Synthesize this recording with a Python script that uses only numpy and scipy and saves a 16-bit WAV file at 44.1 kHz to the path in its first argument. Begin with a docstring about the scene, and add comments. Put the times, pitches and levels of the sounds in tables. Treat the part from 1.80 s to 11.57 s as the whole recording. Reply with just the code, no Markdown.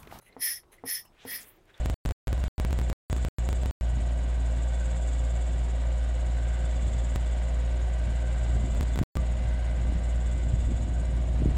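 """A diesel excavator drones at steady speed in a field throughout; oil hisses in quick pulses through its auger
motor. In the first two seconds the drone jumps with sharp clicks and the sound drops out six times. The hiss,
swelling once a turn of the auger, is strongest near 3 s; pump, fan and belt hum, and a gear whines. From about
6 s gusts crowd in over a rising breeze and eddies thump the microphone. Near 7 s come more clicks, the seventh
dropout and a steel ping. Engine and pump are sines plus shaped noise, the oil resonant noise, the wind low
noise."""
import sys
import numpy as np
from scipy import signal
from scipy.fft import rfft, irfft, next_fast_len
from scipy.io import wavfile
from scipy.ndimage import map_coordinates

SR = 44100
rng = np.random.default_rng(int(sys.argv[2]) if len(sys.argv) > 2 else 0)


def dump(signal):
    """Clip the signal to [-1, 1] and save it as 16-bit WAV at the path in sys.argv[1]."""
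    limited = np.clip(np.atleast_2d(signal).T, -1, 1)
    pcm = np.round(limited * 32767).astype(np.int16)
    wavfile.write(sys.argv[1], SR, pcm)


N = 430857

FIRING_HZ = 58.37
# engine tones: multiple of firing rate, rms level/dB
ENGINE_ORDERS = [(.25, -64.5), (.75, -53), (1, -26), (2, -44.5), (3, -53.5), (4, -64.5), (5, -69),
                 (6, -63.5), (10.5, -61.5), (11, -71), (11.75, -68), (12.5, -69.5), (16, -69.5), (20, -72),
                 (33, -78), (50, -73.5)]
# common level of casing, clatter and cover, before their offsets: t/s, level/dB
ENGINE_EFFORT = [(2.6, -51.5), (6.5, -50.5), (8.2, -51.5), (9.1, -53), (9.77, -51)]
# noise spectra, relative: f/Hz, level/dB
EXHAUST_SPECTRUM = [(15, -31.5), (28, -8), (45, 2), (90, -0.5), (170, 1.5), (215, -15), (260, -7.5),
                    (310, -21.5), (500, -38), (1000, -71)]
CASING_SPECTRUM = [(150, -23), (300, -12), (450, -5), (520, 1.5), (570, -3), (630, 2), (760, -2),
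                   (830, -11), (1000, -9), (1300, -27), (2500, -66)]
CLATTER_SPECTRUM = [(500, -15.5), (950, 1.5), (1330, -1), (1750, -0.5), (2100, 1), (2600, -4), (3700, -4),
                    (4500, -12.5), (6200, -16), (9000, -17.5), (11000, -30), (13000, -48.5)]
WIND_SPECTRUM = [(12, -33.5), (28, -6), (55, 0.5), (100, -2.5), (160, -9), (230, -14), (330, -22),
                 (600, -40.5), (1500, -81.5)]
# resonances of the engine cover: f/Hz, width/Hz, relative level/dB
COVER_MODES = [(1510, 81, 0.5), (1600, 80, -1.5)]

# clicks where the beat jumps: t/s, nominal step/dB
BEAT_SKIPS = [(0.0594, -16), (0.0993, -17.5), (0.2595, -19), (0.2908, -21), (0.3096, -19), (0.4796, -20),
              (0.5296, -17.5), (0.6401, -19.5), (0.7996, -16.5), (0.8496, -18.5), (0.9084, -23),
              (0.9294, -21), (0.9895, -19.5), (1.0999, -20), (1.2992, -17.5), (1.3291, -17.5),
              (1.4495, -19.5), (1.6898, -19.5), (1.7293, -19), (1.8595, -19), (5.3599, -17.5),
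              (6.9499, -26), (7.01, -16.5), (7.0301, -22), (7.159, -25), (7.1901, -17.5), (7.2289, -22),
              (7.3702, -19)]
# dropouts: start t/s, end t/s
DROPOUTS = [(0.1426, 0.2524), (0.3222, 0.4721), (0.6811, 0.7811), (1.1292, 1.2994), (1.4853, 1.5851),
            (1.9102, 2.0106), (7.2352, 7.3547)]
# faint skips: random lead before a dropout, up to LEAD_MAX_S; beat jump of each
LEAD_MAX_S, SLIP_FIRINGS = 0.14, 0.1

# oil pulse rate of the auger motor: t/s, rate/Hz
OIL_PULSE_RATE = [(0, 18.45), (2, 17.78), (4, 17.76), (5, 17.88), (5.5, 18.08), (6.2, 17.8), (7.1, 18.25),
                  (7.8, 17.95), (9, 17.8), (9.77, 17.7)]
# oil-line resonances, auger turning freely / biting: f/Hz, width/Hz, relative level/dB
FREE_MODES = [(3030, 24, -3.5), (5450, 50, -6.5), (6680, 70, 2), (7030, 110, -3), (7240, 60, 5),
              (7700, 280, -8), (7840, 90, 1), (8690, 80, 0), (9150, 100, -11), (9720, 64, -16.5),
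              (9940, 50, -13), (10430, 100, -17)]
BITING_MODES = [(4700, 50, -9.5), (6760, 140, -4.5), (6840, 57, -10.5), (7055, 100, -0.5),
                (7380, 100, -1.5), (7600, 190, 0), (7970, 66, -5.5), (8070, 90, -12.5), (8570, 200, -10),
                (8770, 81, -12), (9170, 100, -12), (9720, 90, -17), (10420, 90, -20)]
# relief valve whistle: f/Hz, width/Hz, relative level/dB
RELIEF_MODES = [(3475, 40, 0)]
PULSES_PER_TURN = 32.44
BITE_PEAK_S = 1.46  # one peak of the bite; the others lie whole turns away
HISS_DB, BITE_DB = -56.0, 2.5  # hiss in the firmest soil; swing either way over a turn
FIRMEST_S, EASE_DB_PER_S = 3.0, 0.4  # firmest soil; fall of the hiss before and after

# tapped steel: t/s, initial amplitude/dB, f/Hz, t60/s
STEEL_PINGS = [(7.371, -42, 1170, 0.18)]
# pump, fan and belt tones: f/Hz, mean level/dB
PUMP_TONES = [(263.8, -55.5), (290.7, -65), (356, -63.5), (373.6, -60), (527.6, -56), (622.8, -59.5),
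              (731, -63.5), (1168, -72), (3978, -75.5)]
# gear whine: t/s, mean level/dB
WHINE_LEVEL = [(3.5, -77), (4.5, -66), (6.2, -65.5), (6.9, -61.5), (8.6, -60.5), (8.9, -70)]

BREEZE_DB, BREEZE_RISE_DB_PER_S = -51.5, 0.86  # level at 0 s; rise
# gusts: t/s, peak level/dB, 1/e time each side/s
WIND_GUSTS = [(2.18, -31, 0.046), (2.42, -36, .07), (5.08, -35, .1), (6.27, -35, 0.052),
              (6.83, -29.5, 0.18), (7.21, -28.5, 0.021), (7.41, -32.5, 0.092), (7.63, -33, 0.071),
              (8.1, -31.5, 0.14), (8.9, -28.5, 0.32), (9.35, -32, 0.12), (9.66, -23, 0.087)]
# single eddies on the microphone: t/s, peak level/dB, half-width/s
EDDIES = [(2.172, -23, 0.0019), (6.843, -22, 0.0014), (7.215, -15.5, 0.0013), (8.125, -26, 0.0011),
          (8.741, -16, 0.0024), (8.92, -24, 0.0011), (9.6215, -19.5, 0.00093), (9.659, -13.5, 0.00096)]
TOP_HZ = 16200


def amp(db):
    """Decibels to gain."""
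    return 10 ** (np.asarray(db) / 20)


def unit(x):
    """Scale to rms 1."""
    return x / np.sqrt(np.mean(x ** 2) + 1e-20)


def clock():
    """Time of every sample, s."""
    return np.arange(N) / SR


def curves(rows):
    """One value per sample for each column after the time."""
    s, *cols = np.transpose(rows)
    return [np.interp(clock(), s, c) for c in cols]


def wobble(rate_hz):
    """Smooth random curve with rate_hz knots a second."""
    knots = rng.standard_normal(4096)
    coarse = clock()[::32]
    smooth = map_coordinates(knots, [coarse * rate_hz], mode="wrap")
    return np.interp(clock(), coarse, smooth)


def filtered(x, response):
    """x through a complex frequency response."""
    m = next_fast_len(N + SR // 2)
    return irfft(rfft(x, m) * response(np.fft.rfftfreq(m, 1 / SR)), m)[:N]


def coloured(x, spectrum):
    """x shaped by a spectrum, interpolated over log f, at rms 1."""
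    hz, db = np.transpose(spectrum)
    return unit(filtered(x, lambda f: amp(np.interp(np.log(f + 1), np.log(hz), db))))


def resonate(x, modes):
    """x through parallel bandpass resonances of alternating sign, at rms 1."""
    def response(f):
        total = 0
        for k, (hz, width, db) in enumerate(modes):
            band = 1j * f * width / (hz * hz - f * f + 1j * f * width)
            total = total + (-1) ** k * amp(db) * band
        return total
    return unit(filtered(x, response))


def sine(turns):
    """Tone of rms 1 from its phase in turns."""
    return np.sqrt(2) * np.sin(2 * np.pi * turns)


def engine(beat):
    """Exhaust drones on the firing rate; casing knocks, injection clatters, a cover buzzes at a wavering level."""
    effort_db, = curves(ENGINE_EFFORT)
    drone = 0
    for order, db in ENGINE_ORDERS:
        level = amp(db + 0.15 * wobble(6.8))
        drone = drone + level * sine(order * (beat + 0.0023 * wobble(13)))

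    exhaust_noise = knocks(beat, repeat=0.037, throb=0.48)
    exhaust = amp(-42.5) * coloured(exhaust_noise, EXHAUST_SPECTRUM)

    casing_level = amp(effort_db + 3 + 0.73 * wobble(26))
    casing = casing_level * coloured(knocks(beat, repeat=0.3, throb=0.22), CASING_SPECTRUM)

    clatter_level = amp(effort_db - 0.66 + 0.64 * wobble(25))
    injection = panels(knocks(beat, repeat=0.18, throb=0.16))
    clatter = clatter_level * coloured(injection, CLATTER_SPECTRUM)

    cover_level = amp(effort_db - 7.5 + 2.2 * wobble(4))
    cover = cover_level * resonate(knocks(beat, repeat=0.067, throb=0.18), COVER_MODES)
    return drone + exhaust + casing + clatter + cover


def firings(full_step_db=-17.0, faint_per_dropout=3):
    """Running firing count; loud skips jump across a zero of the drone, faint ones nudge it: the step clicks."""
    leads_s = rng.uniform(0, LEAD_MAX_S, (len(DROPOUTS), faint_per_dropout))
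    faint = [(start - lead, None) for (start, _), row in zip(DROPOUTS, leads_s) for lead in row]
    times, counts = [0], [0]
    for s, db in sorted(BEAT_SKIPS + faint, key=lambda skip: skip[0]):
        due = counts[-1] + FIRING_HZ * (s - times[-1])
        if db is None:
            counts += [due, due + SLIP_FIRINGS]
        else:
            zero = np.round(2 * due) / 2
            # steps cannot exceed the full swing of the drone
            swing = min(1, amp(db - full_step_db))
            reach = np.sign(due - zero) * np.arcsin(swing) / (2 * np.pi)
            counts += [zero + reach, zero - reach]
        sample = round(s * SR)
        times += [sample / SR, (sample + 1) / SR]
    offset = np.array(counts) - FIRING_HZ * np.array(times)
    return FIRING_HZ * clock() + np.interp(clock(), times, offset)


def knocks(beat, repeat, throb):
    """Noise swelling at each firing; a share of its power recurs every round of the four cylinders."""
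    count = round(4 * SR / FIRING_HZ)
    place = np.round(beat / 4 * count).astype(int) % count
    pattern = rng.standard_normal(count)[place]
    share = np.clip(repeat, 0, 1)
    noise = np.sqrt(share) * pattern + np.sqrt(1 - share) * rng.standard_normal(N)
    return noise * (1 + throb * np.cos(2 * np.pi * beat))


def panels(x, ring=0.44, t60_s=0.12):
    """Sheet-steel covers add a dense, short ring: decaying noise convolved with x."""
    t = np.arange(SR // 8) / SR
    tail = rng.standard_normal(len(t)) * amp(-60 * t / t60_s)
    return x + ring * signal.fftconvolve(x, tail / np.linalg.norm(tail))[:N]


def auger(pulse_db=4.5, ripple_db=1.9, free_db=-60, biting_db=-55.5, whistle_db=-9, edge_hz=11000):
    """Oil hisses in pulses as the motor turns, each with a ripple from its seven chambers."""
    rate_hz, = curves(OIL_PULSE_RATE)
    pulse_count = np.cumsum(rate_hz) / SR
    hiss_db = digging(pulse_count)
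    chamber = 7 * pulse_count
    pulses = pulse_db * (np.cos(2 * np.pi * pulse_count) + 0.13 * np.cos(4 * np.pi * pulse_count))
    ripple = ripple_db * (np.cos(2 * np.pi * chamber) + np.cos(4 * np.pi * chamber))
    envelope = amp(pulses + ripple + 0.76 * wobble(18))
    free, biting, relief = envelope * rng.standard_normal((3, N))
    # pressure rises with the bite: other resonances take over, the relief valve whistles
    strain = np.clip((hiss_db - free_db) / (biting_db - free_db), 0, 1)
    unloaded = resonate(free, FREE_MODES)
    loaded = resonate(biting, BITING_MODES) + amp(whistle_db) * resonate(relief, RELIEF_MODES)
    hiss = amp(hiss_db) * (np.sqrt(1 - strain) * unloaded + np.sqrt(strain) * loaded)
    # the hiss fades out steeply above edge_hz
    return filtered(hiss, lambda hz: 1 / (1 + (hz / edge_hz) ** 20))


def digging(pulse_count):
    """Oil hiss level, dB: swells once a turn as the bit bites, strongest in the firmest soil."""
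    peak_count = np.interp(BITE_PEAK_S, clock(), pulse_count)
    turns = (pulse_count - peak_count) / PULSES_PER_TURN
    bite = BITE_DB * np.cos(2 * np.pi * turns)
    return HISS_DB + bite - EASE_DB_PER_S * np.abs(clock() - FIRMEST_S)


def pump():
    """Wavering sines of pump, fan and belt, and the thin whine of a gear on the crankshaft."""
    hum = 0
    for hz, db in PUMP_TONES:
        level = amp(db + 2.6 * wobble(7))
        turns = hz * clock() + 0.16 * wobble(5) + hz / 7000 * wobble(50)
        hum = hum + level * sine(turns)
    whine_db, = curves(WHINE_LEVEL)
    teeth = 35 * FIRING_HZ * clock() + 0.12 * wobble(4)
    return hum + amp(whine_db + 1.2 * wobble(9)) * sine(teeth)


def ping():
    """A steel part of the auger mount is tapped: a briefly decaying sine."""
    out = np.zeros(N)
    for s, db, hz, t60_s in STEEL_PINGS:
        t = np.maximum(clock() - s, 0)
        out += amp(db - 60 * t / t60_s) * np.sin(2 * np.pi * hz * t)
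    return out


def wind(flutter_db=2.0, gust_tilt_db_per_octave=0.6):
    """Breeze and brighter gusts flutter on the microphone as low noise; single eddies thump as short pulses."""
    breeze = amp(BREEZE_DB + BREEZE_RISE_DB_PER_S * clock())
    swells = [amp(db) * np.exp(-np.abs(clock() - s) / fall_s) for s, db, fall_s in WIND_GUSTS]
    gusts = np.linalg.norm(swells, axis=0)
    brighter = [(hz, db + gust_tilt_db_per_octave * np.log2(hz)) for hz, db in WIND_SPECTRUM]
    flutter = unit(amp(flutter_db * wobble(60)))
    breeze_noise = breeze * coloured(rng.standard_normal(N), WIND_SPECTRUM)
    gust_noise = gusts * coloured(rng.standard_normal(N), brighter)
    out = flutter * (breeze_noise + gust_noise)
    for s, db, width_s in EDDIES:
        u = (clock() - s) / width_s
        out += amp(db) * (1 - u ** 2) * np.exp(-u ** 2 / 2)
    return out


def scene():
    """The machine and the wind in the open field, one channel."""
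    return (engine(firings()) + auger() + pump() + ping() + wind())[None]


def record(dry):
    """Silence the dropouts, then cut everything from the band limit up."""
    live = np.ones(N)
    for start, end in DROPOUTS:
        live[round(start * SR):round(end * SR)] = 0
    return filtered(dry[0] * live, lambda hz: hz < TOP_HZ)[None]


dry = scene()
out = record(dry)
dump(out)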